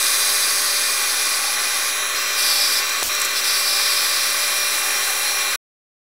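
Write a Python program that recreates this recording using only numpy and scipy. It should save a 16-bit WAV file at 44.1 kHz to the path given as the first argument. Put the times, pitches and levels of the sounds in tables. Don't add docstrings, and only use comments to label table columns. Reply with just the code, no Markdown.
import sys
import numpy as np
from scipy import signal
from scipy.fft import rfft, irfft, next_fast_len
from scipy.io import wavfile
from scipy.ndimage import uniform_filter1d, map_coordinates

SR = 44100
rng = np.random.default_rng(int(sys.argv[2]) if len(sys.argv) > 2 else 0)


def master_out(mix):
    frames = np.transpose(np.atleast_2d(mix))
    ceiling = np.clip(frames, -1, 1)
    pcm = np.round(ceiling * 32767).astype(np.int16)
    wavfile.write(sys.argv[1], SR, pcm)


N = 269892
TIME = np.arange(N) / SR
FREQ = np.maximum(np.arange(N // 2 + 1) * SR / N, 1)
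SWITCH_S, STOP_S = 2.148, 5.558
SPINDLE_HZ, DRIVE_HZ = 249.7, 244.16


def from_db(db):
    return 10 ** (np.asarray(db) / 20)


def position_gain(first_db, second_db):
    return from_db(np.where(TIME > SWITCH_S, second_db, first_db))


def unit_rms(x):
    return x / np.sqrt(np.mean(x ** 2) + 1e-20)


def curve(rows):
    return np.interp(TIME, *np.transpose(rows))


def drift(rate_hz):
    knots = rng.standard_normal(1000)
    return np.interp(TIME * rate_hz, np.arange(len(knots)), knots)


def gate(start, end, attack_s, release_s):
    return np.clip(np.minimum((TIME - start) / attack_s, (end - TIME) / release_s) + .5, 0, 1)


def pulse(at_s, hz):
    cycles = (TIME - at_s) * hz
    return np.sin(2 * np.pi * cycles) * np.exp(-np.minimum(3.5 * cycles ** 2, 50))


def colour(x, spectrum, peaks=()):
    hz, db = np.transpose(spectrum)
    shape_db = np.interp(np.log(FREQ), np.log(hz), db)
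    for centre, width, boost_db in peaks:
        shape_db += boost_db / (1 + (2 * (FREQ - centre) / width) ** 2)
    size = next_fast_len(N, real=True)
    gain = np.interp(np.arange(size // 2 + 1) * SR / size, FREQ, from_db(shape_db))
    return unit_rms(irfft(rfft(x, size) * gain, size)[:N])


def resonate(x, modes):
    out = np.zeros(N)
    for k, (hz, width, db) in enumerate(modes):
        r = np.exp(-np.pi * width / SR)
        poles = [1, -2 * r * np.cos(2 * np.pi * hz / SR), r * r]
        out += (-1) ** k * from_db(db) * (1 - r * r) / 2 * signal.lfilter([1, 0, -1], poles, x + 1e-18)
    return out


def tone(hz, wander_rad, waver_db=2):
    phase = 2 * np.pi * (hz * TIME + rng.random()) + wander_rad * drift(22)
    return np.sqrt(2) * np.sin(phase) * from_db(waver_db * drift(8))


def grains(per_s, spread_db):
    hits = rng.random(N) < per_s / SR
    sign = rng.choice([-1, 1], N)
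    size = from_db(spread_db * np.minimum(rng.exponential(1, N), 5))
    return unit_rms(hits * sign * size)


def rotor_load(turns, depth_db):
    load = np.cos(2 * np.pi * turns) + .5 * np.cos(4 * np.pi * turns)
    force = from_db(depth_db * load)
    return force / np.sqrt(uniform_filter1d(force ** 2, int(SR / SPINDLE_HZ)))


def low_rumble(ring_gain):
    body = [(80, 80, 0)]
    bumps = unit_rms(resonate(resonate(grains(per_s=7, spread_db=-2), body), body))
    shake = unit_rms(resonate(resonate(rng.standard_normal(N), body), body))
    return from_db(-72.5) * bumps + from_db(-47) * ring_gain * shake


def thump():
    return from_db(-45.5) * pulse(SWITCH_S, hz=65)


# (frequency [Hz], relative density [dB])
AIR_SPECTRUM = [(25, -23.5), (90, -37.5), (140, -41), (185, -23), (270, -13), (450, -11.5), (700, -10.5),
                (950, -11.5), (1100, -3), (2200, -0.5), (2520, -7.5), (2900, -7), (3800, -3.5), (4700, -13),
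                (5700, -6), (6900, -11), (11000, -11), (15700, -13)]
# (frequency [Hz], width [Hz], boost [dB])
HOUSING_PEAKS = [(1102, 130, 7.5), (1548, 190, 4.5), (1724, 50, -6.5), (1774, 41, 7.5), (2000, 61, 5),
                 (2469, 100, 10.5), (2694, 55, 7.5), (4004, 204, 5.5), (4192, 90, 9.5), (5804, 260, 9),
                 (7360, 200, 6), (7840, 200, 8), (12230, 300, -1.5), (13100, 250, 2.5)]
def spindle_air(turns):
    rush = colour(rng.standard_normal(N), AIR_SPECTRUM, HOUSING_PEAKS)
    low = signal.sosfiltfilt(signal.butter(2, 3200, fs=SR, output="sos"), rush)
    high = (rush - low) * rotor_load(turns, depth_db=-3) * position_gain(-1.2, .8)
    return from_db(-23.5) * (low + high) * from_db(.48 * drift(20))


# (frequency [Hz], level at position 1 [dB], at position 2 [dB], phase wander [rad])
AUXILIARY_TONES = [(402.2, -48.5, -48.5, 1.9), (493, -54.5, -56, 1), (537, -52, -49, 1.7),
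                   (590.4, -46, -45, 1.4), (1170, -44.5, -42.5, 1.2), (2394, -37.5, -33.5, 0.35),
                   (2720, -50, -43, 0.68), (4040, -43.5, -43.5, 0.83), (4245, -53, -42, 0.55),
                   (6460, -42.5, -58.5, .8)]
def auxiliaries():
    return sum(position_gain(first_db, second_db) * tone(hz, wander_rad)
               for hz, first_db, second_db, wander_rad in AUXILIARY_TONES)


# (frequency [Hz], width [Hz], gain [dB])
PANEL_MODES = [(771, 46, 0.5), (841, 41, 4)]
# (time [s], level [dB])
DRONE_LEVEL = [(0, -47), (1.8, -42), (2.15, -55), (2.6, -42), (3.35, -52), (3.8, -44.5), (4.7, -44),
               (5.46, -38), (5.54, -58)]
def panel_drone():
    gain = from_db(curve(DRONE_LEVEL) + 2.9 * drift(9))
    return gain * unit_rms(resonate(rng.standard_normal(N), PANEL_MODES))


# (order, level at position 1 [dB], at position 2 [dB])
DRIVE_HARMONICS = [(8, -42, -42), (10, -39, -42), (11, -52, -44), (13, -43, -42), (15, -39, -42),
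                   (16, -38.5, -35.5), (17, -40.5, -38), (18, -50, -43.5), (22, -52, -47), (24, -39, -44),
                   (25, -43, -43), (27, -41.5, -47), (29, -45.5, -46), (30, -45, -45.5), (32, -45, -43.5),
                   (41, -48, -55), (42, -44.5, -49), (43, -48.5, -50.5), (44, -43, -42.5), (46, -55, -49),
                   (48, -45, -53), (61, -54, -48), (62, -51, -56)]
# (time [s], depth [dB])
WHISTLE_BEAT = [(0, 1.2), (3.7, 2), (4.2, 5), (5.5, 5.5)]
# (time [s], level [dB])
UPPER_WHISTLE_LEVEL = [(0, -33.5), (2.09, -33), (2.18, -46), (2.55, -50), (2.85, -46.5), (3.33, -47.5),
                       (3.6, -41.5), (5.54, -34.5)]
def drive_whine(beat_hz=2.76, crest_s=4.6):
    harmonics = sum(position_gain(first_db, second_db) * tone(order * DRIVE_HZ, wander_rad=.2)
                    for order, first_db, second_db in DRIVE_HARMONICS)
    beat = from_db(curve(WHISTLE_BEAT) * np.cos(2 * np.pi * beat_hz * (TIME - crest_s)))
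    lower = position_gain(-39, -34) * beat * tone(23 * DRIVE_HZ, wander_rad=.36, waver_db=1.3)
    upper = from_db(curve(UPPER_WHISTLE_LEVEL)) * tone(45 * DRIVE_HZ, wander_rad=.25, waver_db=1.8)
    return harmonics + lower + upper


# (start [s], end [s], hiss [dB], rumble [dB], machine gain [dB])
MIC_GUSTS = [(3.035, 3.092, -21.5, -41.5, -15.5), (3.205, 3.27, -51, -50, 0.5)]
def air_puff(edge_s=.004):
    hiss = colour(rng.standard_normal(N), [(200, -9.5), (1500, -2.5), (6500, 1.5), (9000, -2),
                                           (15500, -3)])
    rumble = colour(rng.standard_normal(N), [(30, 2), (90, -4.5), (250, -15), (1500, -45)])
    air = from_db(-12) * pulse(at_s=3.0268, hz=750)
    machine_db = np.zeros(N)
    for start, end, hiss_db, rumble_db, gain_db in MIC_GUSTS:
        blowing = gate(start, end, edge_s, edge_s)
        air += blowing * (from_db(hiss_db) * hiss + from_db(rumble_db) * rumble)
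        machine_db += blowing * gain_db
    return air, from_db(machine_db)


# (time [s], relative force [dB], 60 dB decay [s], high-pass [Hz])
CHIP_HITS = [(2.0975, -8, .005, 12000), (2.893, -14, .03, 5000), (3.029, -8.5, .025, 5000),
             (3.1504, -11, .02, 5000), (3.199, -11, .035, 6500), (3.2166, -8, 0.025, 2500),
             (3.2487, -6.5, .045, 8000)]
# (frequency [Hz], width [Hz], gain [dB])
CHIP_RING = [(3400, 900, -5), (5560, 1040, -2), (7270, 550, 1.5), (8100, 600, 3), (10300, 1400, -7),
             (13200, 1800, -13.5)]
def chips():
    force = np.zeros(N)
    age = np.arange(SR // 10) / SR
    for at_s, db, t60_s, highpass_hz in CHIP_HITS:
        burst = rng.standard_normal(len(age)) * from_db(-60 * age / t60_s)
        burst[0] += 4
        burst = signal.sosfilt(signal.butter(2, highpass_hz, "high", fs=SR, output="sos"), burst)
        start = round(at_s * SR)
        force[start:start + len(age)] += from_db(db) * burst
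    return from_db(3) * resonate(force, CHIP_RING)


# (start [s], end [s], pitch [Hz], level [dB])
WALL_RUBS = [(0, .95, 4744, -38), (0, .45, 3995, -33), (.45, 1.6, 3995, -39), (2.15, 2.39, 4994, -33),
             (2.79, 3.02, 4744, -34), (3.1, 3.36, 4744, -39), (5.24, 5.325, 4194, -30)]
def burr_squeal(turns, ramp_s=.012):
    squeal = np.zeros(N)
    for start, end, hz, db in WALL_RUBS:
        touching = np.clip(np.minimum(TIME - start, end - TIME) / ramp_s, 0, 1)
        phase = 2 * np.pi * (hz / SPINDLE_HZ * turns + rng.random())
        squeal += from_db(db) * touching * np.sqrt(2) * np.sin(phase)
    return squeal * rotor_load(turns, depth_db=5.5) * from_db(1.5 * drift(12))


# (frequency [Hz], relative density [dB])
DUST_SPECTRUM_1 = [(2500, -38), (3600, -7), (6000, -5), (7100, -4.5), (9000, -1.5), (10200, -1),
                   (10900, -6), (12600, -5.5), (13500, -12.5), (14250, -20), (15000, -8), (16000, -17)]
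DUST_SPECTRUM_2 = [(2500, -23.5), (3600, -11), (6000, -7.5), (6900, -12), (8600, -2), (11700, -3),
                   (12400, -9.5), (13300, -10), (14500, -8.5), (16000, -13)]
# (frequency [Hz], width [Hz], boost [dB])
DUST_PEAKS_1 = [(6520, 140, 3), (7640, 300, -12.5), (8150, 220, 7), (10390, 350, 5.5), (12300, 300, 3)]
DUST_PEAKS_2 = [(7940, 400, 3), (10570, 420, 4.5), (12060, 380, 9.5), (12240, 240, -10.5)]
# (time [s], lag [s])
EDGE_ECHO = [(0, .000566), (1.3, .000568), (2.1, .0006), (2.4, .000576), (3.6, .00058), (4.8, .000611),
             (5.5, .00062)]
def dust_hiss(turns, depth_db):
    crackle = grains(per_s=14000, spread_db=2) * rotor_load(turns, depth_db)
    first = colour(crackle, DUST_SPECTRUM_1, DUST_PEAKS_1)
    second = colour(crackle, DUST_SPECTRUM_2, DUST_PEAKS_2)
    direct = from_db(3) * np.where(TIME > SWITCH_S, second, first)
    echo = map_coordinates(direct, [(TIME - curve(EDGE_ECHO)) * SR], order=3, mode="mirror")
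    return (direct - .42 * echo) * from_db(.37 * drift(30))


# (frequency [Hz], width [Hz], gain [dB])
BOARD_MODES = [(3462, 110, -6), (3760, 44, -5), (3967, 160, -8), (4518, 43, 1.5), (4750, 45, 1.5),
               (4975, 100, -.5), (5280, 64, 1.5), (5530, 60, -9.5), (5670, 220, -15), (6050, 92, -12.5)]
def board_ring(turns, depth_db):
    one_turn = irfft(np.exp(2j * np.pi * rng.random(89)))
    teeth = unit_rms(map_coordinates(one_turn, [turns % 1 * len(one_turn)], order=1, mode="grid-wrap"))
    force = grains(per_s=16000, spread_db=2.5) + .32 * teeth
    band = signal.butter(2, [3200, 6300], "band", fs=SR, output="sos")
    ring = unit_rms(signal.sosfilt(band, resonate(force, BOARD_MODES)))
    return ring * rotor_load(turns, depth_db) * from_db(drift(30))


# (start [s], end [s], ring [dB], ring hold [s], ring fade [dB/s], dust [dB], dust fade [dB/s])
CUT_PASSES = [(-.1, 1.56, -27, .85, 3, -24, 4), (1.587, 1.915, -29.5, .15, 5, -31.5, -2),
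              (1.912, 2, -35, .02, 58, -36.5, 32), (2.376, 2.807, -21.3, .13, 1.5, -27.5, 5),
              (3.355, 3.405, -23.5, .04, 0, -32.5, 0), (3.438, 5.325, -23.5, .45, 10, -29, 1.8),
              (5.325, 5.8, -36, .1, 10, -34, 35)]
def pass_gains(throb_hz=14.3, throb_db=1.5, crest_s=.566):
    grazing = position_gain(-6.5, 0)
    ring_power = (grazing * from_db(-40.5)) ** 2
    dust_power = (grazing * from_db(-42.5)) ** 2
    for start, end, ring_db, hold_s, ring_fade, dust_db, dust_fade in CUT_PASSES:
        engaged = gate(start, end, attack_s=.022, release_s=.03)
        age = np.clip(TIME - start, 0, end - start)
        ring_power += (engaged * from_db(ring_db - ring_fade * np.maximum(age - hold_s, 0))) ** 2
        dust_power += (engaged * from_db(dust_db - dust_fade * age)) ** 2
    throbbing = np.clip((1.1 - TIME) / .4, 0, 1)
    throb = throbbing * np.cos(2 * np.pi * throb_hz * (TIME - crest_s))
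    return np.sqrt(ring_power) * from_db(throb_db * throb), np.sqrt(dust_power)


# (time [s], swing [dB])
LOAD_SWING = [(0, 5), (1.3, 4), (2.1, 3), (2.5, 1.8), (2.78, 2), (2.9, 5), (3.5, 1.8), (4.5, 2.5),
              (5.5, 3.5)]
def burr_cut(turns, ring_gain, dust_gain):
    swing_db = curve(LOAD_SWING)
    return ring_gain * board_ring(turns, .55 * swing_db) + dust_gain * dust_hiss(turns, .5 * swing_db)


def scene():
    turns = SPINDLE_HZ * TIME + .0046 * drift(15)
    ring_gain, dust_gain = pass_gains()
    machine = burr_cut(turns, ring_gain, dust_gain) + burr_squeal(turns)
    machine += spindle_air(turns) + drive_whine() + panel_drone() + auxiliaries()
    puff, machine_gain = air_puff()
    mono = machine_gain * machine + chips() + puff + low_rumble(ring_gain) + thump()
    return np.array([mono, mono])


def record(dry, dc_offset=-.008, stop_ramp_s=.0063, cutoff_hz=15700):
    running = np.clip((STOP_S - TIME) / stop_ramp_s + .5, 0, 1)
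    lowpass = signal.ellip(12, .1, 90, cutoff_hz, fs=SR, output="sos")
    return signal.sosfilt(lowpass, (dry + dc_offset) * running + 1e-18)


dry = scene()
out = record(dry)
master_out(out)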